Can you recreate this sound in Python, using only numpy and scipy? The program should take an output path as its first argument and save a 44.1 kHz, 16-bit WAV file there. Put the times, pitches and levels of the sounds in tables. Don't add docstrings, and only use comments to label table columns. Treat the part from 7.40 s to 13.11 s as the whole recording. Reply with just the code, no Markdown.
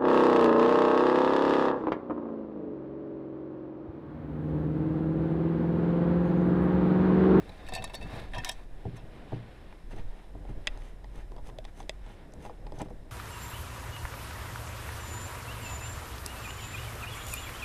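import sys
import numpy as np
from scipy import signal
from scipy.fft import rfft, irfft, next_fast_len
from scipy.io import wavfile
from scipy.ndimage import map_coordinates

SR = 44100
rng = np.random.default_rng(int(sys.argv[2]) if len(sys.argv) > 2 else 0)


def wav_record(signal):
    frames = np.transpose(np.atleast_2d(signal))
    bounded = np.clip(frames, -1, 1)
    quanta = np.round(bounded * 32767).astype(np.int16)
    wavfile.write(sys.argv[1], SR, quanta)


N = 251811

# (time [s], rumble level [dB], rush level [dB])
WIND_LEVELS = [(0, -47, -46.5), (.3, -44, -49.5), (.55, -42.5, -47.5), (.8, -41.5, -44.5),
               (1.2, -39, -52.5), (1.6, -46.5, -50), (2.0, -45, -47.5), (2.42, -44, -52),
               (2.58, -27.5, -53.5), (2.8, -43, -54), (3.1, -37, -48), (3.5, -41, -52.5),
               (3.85, -37.5, -50.5), (4.2, -39.5, -49.5), (4.6, -38, -53), (5.0, -48.5, -48.5),
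               (5.33, -38, -49), (5.71, -44, -50.5)]
# (frequency [Hz], relative level per Hz [dB])
RUMBLE_COLOUR = [(7.1, 8), (12, -10), (22, -1), (38, -7.5), (51, -5), (80, -22), (110, -13), (140, -39),
                 (240, -120)]
RUSH_COLOUR = [(35, -26), (60, 2.5), (70, -3), (210, -9), (253, -11.5), (295, -10), (404, -13),
               (724, -16.5), (1210, -32.5), (1800, -31.5), (2340, -41), (3960, -120)]
HUSH_COLOUR = [(590, -15), (1000, -1), (1320, -11), (1810, -19), (3080, -29), (3800, -8), (4470, -21),
               (5130, -9.5), (5900, -16.5), (9720, -15), (13900, -24), (14800, -23), (16000, -58)]
HUSH_DB = -70.5
GUST_DB, GUSTS_PER_S = 2.5, 12

# (time [s], level [dB], hardness [dB re level], edge [dB re level])
SOFT_KNOCKS = [(.322, -38, -3.5, -2), (.394, -36, -14, -8), (0.632, -35.5, -8, -24), (0.724, -33, -7, -7.5),
               (0.759, -43.5, -9, 2), (.8, -42, -16, -4), (.97, -32, -12, -12), (0.999, -43, -28, -20),
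               (1.452, -26, -18.5, -11), (1.464, -31, -3, -12), (1.528, -34, -9.5, -16.5),
               (1.618, -39, -10, -14), (1.729, -50, -12, 0), (1.92, -30, -1, -6), (1.927, -30.5, -12, -6),
               (1.96, -35, -8, -11), (1.994, -37.5, -16, -20), (2.529, -42.5, 0.5, -3.5),
               (2.579, -36, -7, -8), (2.95, -40.5, 3, -4.5), (3.088, -34.5, -4, -13), (5.06, -45, -5, 2.5),
               (5.097, -53, 5.5, 9.5), (5.329, -44, 3.5, -5), (5.378, -41, -3, -1.5),
               (5.414, -41.5, 8.5, 4.5), (5.458, -44, 1.5, 0), (5.504, -53, 12, 12.5)]
# (frequency [Hz], level [dB], t60 before KNOCK_RING [s])
KNOCK_MODES = [(91, -30, 0.25), (116.4, -0.5, 0.23), (135.3, -5, 0.11), (171.5, -7, 0.22),
               (233.7, -5.5, 0.18), (304, 3, 0.1), (396, -1, 0.1), (477.6, 4, 0.078), (680.7, 5, 0.032),
               (745, -3, 0.026)]
KNOCK_CHATTER_S, KNOCK_RING = 0.024, 0.9

# (time [s], shell level [dB], hollow [dB re shell], neck [dB re shell],
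# edge [dB re shell], chatter t60 [s])
CAP_CLICKS = [(2.325, -48, -17.5, -1, -53, 0.008), (2.5094, -64, -6, -3, -20.5, 0.0041),
              (2.5394, -61, -1, -1, -13, 0.0049), (3.0514, -62, 27, 14, -17, 0.0045),
              (3.2713, -18, -19, -38, -11.5, 0.002), (3.2749, -21.5, -7.5, -30, -18, 0.0019),
              (3.3744, -57, 8, 9, 6, .004), (3.4194, -51.5, 6, -9.5, -13, 0.0033),
              (3.6416, -53.5, -21, 6, -4.5, .0079), (3.918, -54, 12, 8.5, -5, 0.0049),
              (3.9634, -54, 1, 4.5, -5.5, 0.0066), (3.9795, -53, 18.5, 9.5, -18, 0.065),
              (4.0895, -52, 6, 7, -21, 0.0037), (4.0984, -52.5, 1.5, 7.5, -24, 0.0025),
              (4.1858, -40.5, 18, -26, -6.5, 0.00086), (4.2428, -55, -10, -4, -3, .006),
              (4.2503, -43.5, -5, -1, -3.5, .0086), (4.4, -44.5, -5, 4.5, -3.5, 0.044),
              (4.428, -55, 1, 4.5, -7, 0.0041), (4.4938, -23, -4, -46, -9.5, 0.00381),
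              (4.6618, -58.5, -8.5, 9, 1, 0.02), (4.9214, -64, 0, -6, 4, 0.0036),
              (4.9367, -59.5, 16, 9.5, 16, 0.004), (5.0504, -43.5, -3, 6.5, -31, 0.0039),
              (5.0594, -47.5, 16.5, 9, -14, .051), (5.0944, -58.5, 5, 14, -10, 0.016),
              (5.2659, -44, 7, 3, -17, 0.013), (5.3204, -51.5, 15, 6.5, -1.5, 0.018),
              (5.3866, -57, 1, -5, 15, .04), (5.4165, -44, 13.5, 2, 5.5, 0.0066),
              (5.4844, -61, 25, 11, -15, 0.0069), (5.5039, -63, 16, 8, -24.5, 0.0042)]
# (frequency [Hz], level [dB], t60 before CAP_RING [s])
CAP_MODES = [(608, 1, 0.029), (743, 4, 0.033), (835, -0.5, 0.091), (947, -6, 0.12), (1360, -18, 0.0078),
             (1820, -22.5, 0.02), (1967, -2.5, 0.034), (2620, -6, 0.037), (3445, -27, 0.037),
             (3440, 1.5, 0.012), (3650, -6, 0.019), (3944, -12, 0.018), (5000, -1, 0.025),
             (6030, 3.5, 0.008), (8000, -5, 0.018), (9830, -1, 0.0054), (11600, -16, 0.0057)]
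CAP_RING = 0.53
# (time [s], rub level [dB])
HAND_RUB = [(1.25, -68), (1.5, -59.5), (1.65, -62.5), (1.98, -58), (2.3, -60.5), (2.5, -66), (2.7, -69.5),
            (3.36, -62.5), (3.6, -67), (4.23, -69), (4.63, -65), (5.0, -67.5), (5.71, -67)]
# (centre [s], half length [s], rub level [dB], hiss level [dB])
FINGER_STROKES = [(1.568, 0.01, -61.5, -60.5), (1.767, .043, -66, -77.5), (1.933, 0.037, -61, -73),
                  (2.522, 0.0187, -58.5, -64), (2.584, 0.03, -57, -65.5), (2.75, 0.12, -65, -76.5),
                  (3.1, 0.021, -65, -71), (3.33, .075, -65.5, -76.5), (3.455, .058, -67, -65),
                  (3.784, .049, -62.5, -65.5), (4.073, 0.0279, -63, -61), (4.287, .015, -65, -71),
                  (4.395, 0.0384, -66, -61), (4.7, 0.0512, -62, -67.5), (4.815, 0.043, -67.5, -89.5),
                  (5.047, 0.038, -62.5, -60.5), (5.121, 0.039, -78.5, -81), (5.366, 0.026, -64, -65),
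                  (5.412, 0.015, -47, -57.5), (5.452, 0.0133, -66.5, -68), (5.505, 0.0082, -72, -69)]
# (frequency [Hz], relative level per Hz [dB])
HISS_COLOUR = [(2060, -8), (3500, -7), (4300, -14), (6130, -12.5), (6900, -12.5), (9660, -10),
               (13200, -22.5), (14900, -21), (15500, -61)]
RUB_COLOUR = [(590, -9), (1000, 4.5), (1220, 0.5), (1810, 4), (2500, -1), (3710, -4.5), (4760, -13),
              (5650, -18.5), (6000, -29), (7800, -64.5), (13200, -120)]
DRONE_COLOUR = [(88, -61), (150, -2), (280, -6.5), (468, -6), (716, -9), (956, -7), (1110, -41),
                (1300, -11), (1690, -74), (2860, -120)]
DRONE_DB = 8.5

# (time [s], wall level [dB], body [dB re wall], belly [dB re wall], tick [dB re wall], chatter t60 [s])
CUP_CONTACTS = [(.0919, -51, 3.5, -20, -12, .013), (.2634, -53, -16.5, 6, -7, 0.068),
                (.2773, -43, -12, 11, -9, 0.0032), (.2856, -43.5, 1, -2.5, -5.5, .027),
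                (.32, -39.5, 1.5, -2.5, -18, 0.028), (.3346, -37, -9, 2.5, -7, 0.04),
                (.3493, -40, -1, 9.5, 1.5, 0.019), (0.3596, -44.5, 6.5, 2, -4, 0.061),
                (.3744, -43, 1, 4, -17, 0.074), (.4214, -46, 1.5, -1.5, -6, .015),
                (.4405, -41, -3.5, 6.5, 4, 0.018), (.4758, -45, 0, -14, -13, 0.007),
                (.4954, -51, 9, 7, -9, 0.025), (.535, -47, 7.5, -8, -4, 0.032),
                (.5424, -43, 3.5, -1, -4, 0.013), (.5487, -44, -10, -15.5, 0.5, 0.026),
                (.6095, -49, 2, 8.5, -10, 0.051), (.6244, -47.5, -17, 1, -8, 0.046),
                (.9327, -39, -0.5, -2, -18.5, 0.022), (.9445, -36, -1.5, -12, -13, 0.069),
                (.9594, -44.5, 11, 5, -13, 0.11), (.9811, -38, -4, -3, -9.5, 0.035),
                (.9994, -43, -4, 5, -33.5, 0.013), (1.0354, -42, -14.5, -2, -21, 0.0116),
                (1.0468, -17.5, -7, -27, 1.5, 0.002), (1.0487, -25.5, -12, 2, 5, 0.0027),
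                (1.051, -42.5, 2, -1, -0.5, 0.018), (1.0563, -35, -0.5, -13, -9.5, 0.19),
                (1.0774, -46, -2, -7, 0.5, 0.014), (1.0895, -35.5, 0, 2, 1, 0.012),
                (1.0925, -31.5, -1, -2, 3.5, 0.013), (1.1124, -47.5, -3, -12, 6, 0.063),
                (1.5738, -49.5, 0, -5, -15, 0.13)]
# (frequency [Hz], level [dB], t60 before the ring shares [s])
CUP_MODES = [(497, -5.5, 0.079), (685, 4.5, 0.079), (746, -1.5, 0.12), (979, -3.5, 0.1128),
             (1800, -0.5, 0.12), (2205, -3, 0.038), (2550, -7, 0.054), (2636.3, -3.5, 0.11),
             (3000, -10.5, 0.026), (3252, -11, 0.0866), (3630, 0, 0.0758), (3800, 3.5, 0.05),
             (4280, -3.5, 0.037), (4475, -3.5, 0.12), (4750, -0.5, 0.034), (5214, -4.5, 0.031),
             (5392, -5, 0.056), (5547, -11.5, 0.086), (5930, -11.5, 0.08), (6570, -16, 0.098),
             (7300, -9.5, 0.054), (7800, -16, 0.02), (8000, 2.5, 0.021), (9030, 0.5, 0.0166),
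             (9650, -1, 0.011), (10040, 0.5, 0.0156), (10500, -6, .02), (11700, -7.5, 0.0186),
             (13400, -1, 0.0057)]
# (time [s], level [dB])
HANDLE_SCRAPE = [(0, -57.5), (.35, -57), (.49, -59), (.62, -58), (.72, -49.5), (.8, -48.5), (.9, -61),
                 (.99, -54), (1.09, -57), (1.18, -58), (1.25, -63.5)]
# (frequency [Hz], gain [dB])
RESTING_COLOUR = [(700, -4), (976, 3.5), (1800, -0.5), (2600, 0.5), (3285, 13), (3700, -3.5), (4450, -11.5),
                  (5600, 6), (7000, -1.7)]
CUP_DOWN_S, CUP_DOWN_RING = 0.9, 0.74
CUP_RING, CUP_LOOSE_S = 0.92, 0.011
SCRAPE_BODY_DB, SCRAPE_HISS_DB = 1, -12.5
ROOF_DB, TOP_HZ = -13.0, 16400


def amp(db):
    return 10 ** (np.asarray(db) / 20)


def unit(x):
    return x / np.sqrt(np.mean(x ** 2) + 1e-20)


def along(points, hz):
    f, value = np.transpose(points)
    return np.interp(np.log(hz + 1), np.log(f + 1), value)


def curves(rows):
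    s, *columns = np.transpose(rows)
    return [np.interp(np.arange(N) / SR, s, c, left=-120, right=-120) for c in columns]


def wobble(rate):
    knots = rng.standard_normal(int(N * rate / SR) + 4)
    return map_coordinates(knots, [np.arange(N) * rate / SR])


def filtered(x, response):
    m = next_fast_len(N + SR // 2)
    return irfft(rfft(x, m) * response(np.fft.rfftfreq(m, 1 / SR)), m)[..., :N]


def noise(spectrum, gritty_db, rate):
    grit = amp(gritty_db * wobble(rate)) * rng.standard_normal(N)
    return unit(filtered(grit, lambda hz: amp(along(spectrum, hz))))


def strike(modes, tilt, chatter, ring, scatter_db, direct, rise):
    hz, db, t60 = np.transpose(modes)[:, :, None]
    hz = hz * (1 + .004 * rng.standard_normal(hz.shape))
    t = np.arange(SR // 6) / SR
    gain = amp(db + along(tilt, hz) + scatter_db * rng.standard_normal(hz.shape))

    brief = direct * amp(-60 * t * hz / 16)
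    decay = amp(-60 * t / (t60 * np.clip(ring, .05, 1.5)))
    onset = 1 - np.exp(-(t * hz / rise) ** 2)
    bare = onset * (decay + brief) * np.sin(2 * np.pi * hz * t)

    u = t[:SR // 16]
    impacts = np.abs(rng.standard_normal(len(u))) ** 3
    force = impacts * (1 - np.exp(-u / 0.00058)) * amp(-60 * u / max(chatter, 1e-3))
    rung = signal.fftconvolve(bare, force[None], axes=1)
    rung *= np.linalg.norm(bare, axis=1, keepdims=True) / np.linalg.norm(rung, axis=1, keepdims=True)
    return np.sum(gain * rung, axis=0)


def blows(rows, modes, tilt_of, ring_of, scatter_db, direct, rise):
    out = np.zeros(N + SR)
    for s, *levels, chatter in rows:
        sound = strike(modes, tilt_of(*levels), chatter, ring_of(chatter), scatter_db, direct, rise)
        out[round(s * SR):][:len(sound)] += sound
    return out[:N]


def air():
    rumble_db, rush_db = curves(WIND_LEVELS)
    rocking_hz = 36 * np.exp(.18 * wobble(5.9))
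    rocking = np.sin(2 * np.pi * np.cumsum(rocking_hz) / SR)
    lumps = amp(GUST_DB * wobble(GUSTS_PER_S))
    rumble = amp(rumble_db) * unit(lumps * (0.8 * rocking + 0.6 * noise(RUMBLE_COLOUR, 1.1, 7.3)))
    rush = amp(rush_db) * noise(RUSH_COLOUR, 1.8, 18)
    hush = amp(HUSH_DB) * noise(HUSH_COLOUR, 0.4, 11)
    return rumble + rush + hush


def roof(near):
    t = np.arange(SR // 4) / SR
    tail = rng.standard_normal(len(t)) * amp(-60 * t / 0.048)
    wet = signal.fftconvolve(np.pad(near, (130, 0)), tail / np.linalg.norm(tail))[:N]
    return filtered(wet, lambda hz: amp(along([(300, 6.5), (2000, -2.0), (10000, -7.5)], hz)))


def soft_knocks():
    def tilt(db, hard, edge):
        return [(200, db), (280, db + hard), (400, db + hard), (470, db + edge)]

    rows = [(*row, KNOCK_CHATTER_S) for row in SOFT_KNOCKS]
    return blows(rows, KNOCK_MODES, tilt, lambda chatter: KNOCK_RING, scatter_db=1.5, direct=0.044, rise=0.53)


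def cap():
    def tilt(db, hollow, neck, edge):
        return [(600, db + hollow), (750, db + neck), (1000, db + neck), (1300, db), (2700, db),
                (3000, db + 0.13 * edge), (5200, db + 0.36 * edge), (6000, db + edge)]

    def squeak(hz):
        return 1 + 2.3 / (1 + ((hz - 6200) / 150) ** 2)

    centre, half, *levels = np.transpose(FINGER_STROKES)[:, :, None]
    swell = np.exp(-((np.arange(N) / SR - centre) / half) ** 2)
    rub, hiss = [np.sum(amp(db) * swell, axis=0) for db in levels]
    rubs = hiss * filtered(noise(HISS_COLOUR, 2.7, 250), squeak)
    rubs += amp(DRONE_DB) * rub * noise(DRONE_COLOUR, 1.17, 60)
    rubs += (rub + amp(curves(HAND_RUB)[0])) * noise(RUB_COLOUR, 0.76, 120)
    clicks = blows(CAP_CLICKS, CAP_MODES, tilt, lambda chatter: CAP_RING, scatter_db=3.3, direct=0.83, rise=1.0)
    return clicks + rubs


def cup_hits():
    def tilt(db, body, belly, tick):
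        return [(1100, db + body), (1600, db), (2250, db), (2500, db + belly), (2950, db + belly),
                (3200, db + 0.35 * tick), (6900, db + tick)]

    def ring(chatter):
        return CUP_RING * (1 - np.exp(-(chatter / CUP_LOOSE_S) ** 2))

    resting = [(hz, db + along(RESTING_COLOUR, hz), t60 * CUP_DOWN_RING) for hz, db, t60 in CUP_MODES]
    held = [c for c in CUP_CONTACTS if c[0] < CUP_DOWN_S]
    down = [c for c in CUP_CONTACTS if c[0] >= CUP_DOWN_S]
    return sum(blows(rows, modes, tilt, ring, scatter_db=3.5, direct=0.14, rise=1.13)
               for rows, modes in [(held, CUP_MODES), (down, resting)])


def cup_scrape():
    def damped(low, high):
        return lambda f: sum(amp(db) * 1j * f * 14 / t60 / (c * c - f * f + 1j * f * 14 / t60)
                             for c, db, t60 in CUP_MODES if low < c < high)

    wall_grit = noise([(1000, -1), (1600, 6.5), (4000, -6.5), (6500, -23)], 1.73, 150)
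    wall = unit(filtered(wall_grit, damped(1200, 6500)))
    wall = unit(wall + 0.58 * noise(RUB_COLOUR, 0.98, 150))
    body_grit = noise([(300, -9.5), (1200, -10.0), (2000, -19.5)], 2.7, 59.65)
    body = unit(filtered(body_grit, damped(300, 1200)))
    hiss = noise(HISS_COLOUR, 2.8, 130)
    slide = wall + amp(SCRAPE_BODY_DB) * body + amp(SCRAPE_HISS_DB) * hiss
    return amp(curves(HANDLE_SCRAPE)[0]) * slide


def scene():
    near = soft_knocks() + cap() + cup_hits() + cup_scrape()
    return (air() + amp(ROOF_DB) * roof(near) + near)[None]


def record(dry):
    def response(hz):
        return amp(along([(14800, -1.5), (15600, 0.5), (16400, -19)], hz)) * (hz < TOP_HZ)

    return filtered(dry, response)


dry = scene()
out = record(dry)
wav_record(out)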